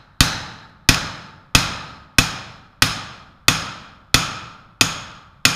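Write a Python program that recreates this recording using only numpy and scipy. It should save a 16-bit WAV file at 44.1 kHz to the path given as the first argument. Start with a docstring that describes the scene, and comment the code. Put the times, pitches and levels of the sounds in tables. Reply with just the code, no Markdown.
"""A workshop rings from a blow just struck; then come nine evenly paced hammer blows, steel on steel.
The hammer drives a punch into the pin of a piston that lies on a wood block on a concrete floor.
Each blow is a crack, a short clank and a deep thump; the room and its steel cabinets ring on.
The piston's ring changes colour as the pin travels. The close microphone overloads on each crack."""
import sys
import numpy as np
from scipy import signal
from scipy.fft import rfft, irfft, next_fast_len
from scipy.io import wavfile
from scipy.ndimage import uniform_filter1d

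SR = 44100
rng = np.random.default_rng(int(sys.argv[2]) if len(sys.argv) > 2 else 0)


def put_to_file(sound):
    """Save the sound as 16-bit audio at rate SR, in the file named by the first command-line argument."""
    columns = np.atleast_2d(sound).T  # one column per channel
    safe = np.clip(columns, -1, 1)
    whole_steps = np.round(safe * 32767)
    wavfile.write(sys.argv[1], SR, whole_steps.astype(np.int16))


N = 244931
TAIL = np.arange(int(1.3 * SR)) / SR   # seconds since a hit

# decay time of the workshop's reverb: f/Hz, t60/s
ROOM_DECAY = [(60, 0.72), (160, 1.51), (450, 1.16), (1200, 1.193), (2200, 0.88), (4000, 0.88), (6500, 0.6),
              (9000, 0.43), (15000, 0.16)]


def from_db(db):
    """Decibels to gain."""
    return 10 ** (np.asarray(db) / 20)


def unit_rms(x):
    """Scale to unit power."""
    return x / np.sqrt(np.mean(x ** 2) + 1e-20)


def at_hz(curve, hz):
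    """Read a curve on a log-frequency axis."""
    freqs, values = np.transpose(curve)
    return np.interp(np.log(np.maximum(hz, 1)), np.log(freqs), values)


def add(out, start_s, sound):
    """Mix a sound in; a negative start leaves only its tail."""
    at = round(start_s * SR)
    part = sound[max(-at, 0):N - at]
    out[max(at, 0):max(at, 0) + len(part)] += part


def attack(rise_s):
    """Envelope that rises from 0 towards 1."""
    return 1 - np.exp(-TAIL / rise_s)


def decay(t60):
    """Envelope that falls 60 dB in t60 seconds."""
    return from_db(-60 * np.minimum(TAIL / t60, 5))


def noise(spectrum, size):
    """Coloured noise of unit power."""
    n = next_fast_len(size)
    colour = from_db(at_hz(spectrum, np.fft.rfftfreq(n, 1 / SR)))
    return unit_rms(irfft(rfft(rng.standard_normal(n)) * colour, n)[:size])


def band(low_hz, high_hz, x):
    """Band-pass with unity gain at its centre."""
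    sos = signal.butter(2, [low_hz, min(high_hz, .45 * SR)], "band", fs=SR, output="sos")
    return signal.sosfilt(sos, x)


def ringing(modes):
    """One decaying sine per mode, as rows."""
    return np.array([from_db(db) * np.sin(2 * np.pi * hz * TAIL) * decay(t60) for hz, db, t60 in modes])


def room_tone(level_db=-54):
    """The faint, steady rumble of the workshop."""
    # spectrum of the rumble: f/Hz, level/dB
    rumble = [(25, 3.5), (50, 9.5), (130, 6.5), (300, -14), (600, -21), (1200, -23), (3000, -36.5),
              (8000, -38.5), (15000, -40)]
    return from_db(level_db) * noise(rumble, N)


def reflections():
    """Diffuse echoes as third-octave noise bands, each dying at its own rate: centres and waveforms."""
    # colour of the reverb: f/Hz, level/dB
    colour = [(40, 5), (80, 8.5), (125, 6.5), (200, 0.5), (310, -2), (410, -10.5), (520, -1), (900, -1),
              (1400, 3.5), (2100, -0.5), (3600, 0), (6400, -5), (7800, -14), (11000, -14), (15000, -15.5)]
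    edges = np.geomspace(28, 17000, 29)
    centres = np.sqrt(edges[1:] * edges[:-1])
    white = rng.standard_normal((2, len(TAIL)))
    bands = []
    for k, hz in enumerate(centres):
        wash = band(edges[k], edges[k + 1], white[k % 2])
        bands.append(wash * from_db(at_hz(colour, hz)) * decay(at_hz(ROOM_DECAY, hz)))
    return centres, np.array(bands)


def reverb(fixed_paths, bass_db=0, tilt_db=0, level_db=-15, alike=0.58, bass_hz=400, pivot_hz=2500):
    """The reverb of one hit: partly the same every time, partly new as the tools shift."""
    hz, fresh_paths = reflections()
    paths = np.sqrt(alike) * fixed_paths + np.sqrt(1 - alike) * fresh_paths
    low_shelf = bass_db / (1 + (hz / bass_hz) ** 2)
    treble_tilt = tilt_db * np.log2(np.maximum(hz / pivot_hz, 1))
    return from_db(level_db + low_shelf + treble_tilt) @ paths * attack(0.0067)


def workshop_ring(level_db=-1, spread_db=2.5):
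    """A blow sets the room and its steel cabinets ringing, in a new balance each time."""
    # standing waves and cabinet panels: f/Hz, level/dB, t60/s
    modes = [(101.3, -33, 0.5), (111.6, -29, 0.69), (131.8, -36.5, 0.46), (160.5, -33.5, 0.72),
             (192, -32, 1), (285.4, -33.5, .6), (773, -40.5, 1.2), (890, -48, 1.8), (1115, -35.5, 0.75),
             (1177, -42, .9), (1213, -37, 0.98), (1253, -35, 1.4), (1424, -39.5, 0.88)]
    gains = from_db(level_db + spread_db * rng.standard_normal(len(modes)))
    return gains @ ringing(modes) * attack(0.0025)


def piston_ring(travel, level_db=2.5, spread_db=1.5, close_db=10):
    """Partials set by the pin's travel: briefly close, then lingering in the room as wavering bands."""
    # piston partials: f/Hz, width/Hz, level/dB at the start of the travel, level/dB at its end
    partials = [(871, 75, -37, -43.5), (1164, 150, -46.5, -35), (1323, 170, -35, -30),
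                (1590, 410, -28.5, -44), (2423, 100, -42, -32.5), (2548, 120, -37.5, -36),
                (3310, 460, -43.5, -30.5), (4004, 410, -27, -44), (5130, 130, -30, -33),
                (5560, 270, -39.5, -40.5), (6080, 97, -34.5, -50.5), (6530, 130, -43.5, -32),
                (6710, 470, -45.5, -30), (8980, 220, -58, -38.5), (9480, 240, -42, -39)]
    close = from_db(close_db) * decay(0.035)
    out = 0
    for hz, width, start_db, end_db in partials:
        db = start_db + (end_db - start_db) * travel + spread_db * rng.standard_normal()
        tone = unit_rms(band(hz - width / 2, hz + width / 2, rng.standard_normal(len(TAIL))))
        lingering = decay(0.99 * at_hz(ROOM_DECAY, hz))
        out = out + from_db(level_db + db) * (close + lingering) * tone
    return out


def block_knock():
    """The hollow knock of the wood block, whose mass takes a moment to get going."""
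    # modes of the block: f/Hz, level/dB, t60/s
    modes = [(111, -16.5, 0.15), (158.4, -26.5, 0.4), (194, -26.5, 0.17), (262.6, -14, 0.13),
             (291.8, -25, 0.15), (497, -30.5, 0.2)]
    return ringing(modes).sum(axis=0) * attack(0.0025)


def low_thump(lag_s=0.0046, width_s=0.0011, low_hz=30, level_db=4):
    """A deep thump under the crack: one low pulse, then a slow swing back."""
    pulse = np.exp(-.5 * ((TAIL - lag_s) / width_s) ** 2)
    return from_db(level_db) * signal.sosfilt(signal.butter(2, low_hz, "high", fs=SR, output="sos"), pulse)


def steel_hit(tick_db=4, crack_db=3.5, scatter_db=-21, spread_db=2):
    """Steel meets steel: a contact tick, a crack, a clank that varies, and scatter from things nearby."""
    # short, bright resonances of the clank: f/Hz, level/dB, t60/s
    modes = [(1126.5, -18, 0.059), (1244, -11, 0.043), (1521, -5, 0.027), (1920, -6, 0.032),
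             (2075, -9, 0.023), (2432, -4.5, 0.036), (2588, -3, 0.044), (3120, -13.5, 0.055),
             (3427, -7.5, .045), (3650, -18, 0.099), (3790, -17.5, 0.044), (4438, -10.5, 0.037),
             (4738, -7, 0.016), (4980, -10, 0.012), (5140, -15.5, 0.042), (5100, -18.5, 0.015),
             (6620, -16, 0.055), (6810, -7, 0.022), (7300, -17, 0.016), (8770, -16, 0.038),
             (9270, -20.5, 0.053)]
    # spectrum of the crack: f/Hz, level/dB
    crack_colour = [(100, -17), (400, -5), (800, -4), (1300, -2.5), (2500, -2), (5000, 1.5), (6800, -3),
                    (7800, -13), (10000, -15), (15000, -19)]
    polarity = (-1) ** np.arange(len(modes))
    clank = (polarity * from_db(spread_db * rng.standard_normal(len(modes)))) @ ringing(modes)
    crack_and_scatter = from_db(crack_db) * decay(0.021) + from_db(scatter_db) * decay(0.29)
    burst = noise(crack_colour, len(TAIL)) * crack_and_scatter
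    tick = from_db(tick_db) * decay(0.004) * unit_rms(band(3000, 5000, rng.standard_normal(len(TAIL))))
    return tick + (clank + burst) * attack(0.0005)


def hammering(touch_room_db=-3):
    """Every blow and light touch, with the room's answer."""
    # hammer blows, the first already dying away: t/s, hit level/dB, thump level/dB, room level/dB,
    # reverb bass/dB, reverb tilt/(dB per octave), pin travel/(0 to 1)
    blows = [(-0.47, -5, -4, -1, -1, 2, 0.15), (0.2056, 0, -2, -0.63, 4, 2.5, 0),
             (0.8886, 2, -2, 0.2, 3.5, 1, .4), (1.5497, 1, -3.5, 1.24, 2.5, 0.9, .5),
             (2.1839, 1.5, -4.5, -1.6, 1.5, 1, 0.65), (2.8214, -0.5, -16, -1.3, 1.5, 1.5, 0.72),
             (3.4823, 0, -15.5, -0.5, 1, 1, 0.8), (4.143, 0, -8, -0.9, 1.5, 1.2, 0.99),
             (4.8102, -0.5, -26, -3, 0.5, 1.5, 0.95), (5.4519, -0.5, -27.5, -0.8, 0, 1.5, 0.85)]
    # light touches of steel on steel: t/s, level/dB
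    touches = [(0.695, -59.5), (0.944, -18), (1.905, -57)]
    out = np.zeros(N)
    _, fixed_paths = reflections()
    knock = block_knock()
    for start_s, hit_db, thump_db, room_db, bass_db, tilt_db, travel in blows:
        room = workshop_ring() + reverb(fixed_paths, bass_db, tilt_db) + piston_ring(travel)
        direct = from_db(hit_db) * (steel_hit() + knock) + from_db(thump_db) * low_thump()
        add(out, start_s, direct + from_db(room_db) * room)
    for start_s, db in touches:
        add(out, start_s, from_db(db) * (steel_hit() + from_db(touch_room_db) * reverb(fixed_paths)))
    return out


def suppress_hiss(x, above_hz=1900, threshold_db=-50, slope=0.44, depth_db=4):
    """A noise suppressor turns the treble down once it has become faint."""
    treble = signal.sosfiltfilt(signal.butter(2, above_hz, "high", fs=SR, output="sos"), x)
    level_db = 10 * np.log10(np.abs(uniform_filter1d(treble ** 2, size=900)) + 1e-12)
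    gain = from_db(np.clip(slope * (level_db - threshold_db), -depth_db, 0))
    return x + treble * (gain - 1)


def scene():
    """The hammering over a bed of room tone, in mono."""
    return (hammering() + room_tone())[None]


def record(dry, hardness=2.27, cutoff_hz=15400):
    """The microphone soft-clips on each crack; faint hiss is suppressed; the top end is cut steeply."""
    clipped = dry / (1 + np.abs(dry) ** hardness) ** (1 / hardness)
    return signal.sosfiltfilt(signal.butter(20, cutoff_hz, fs=SR, output="sos"), suppress_hiss(clipped))


dry = scene()
out = record(dry)
put_to_file(out)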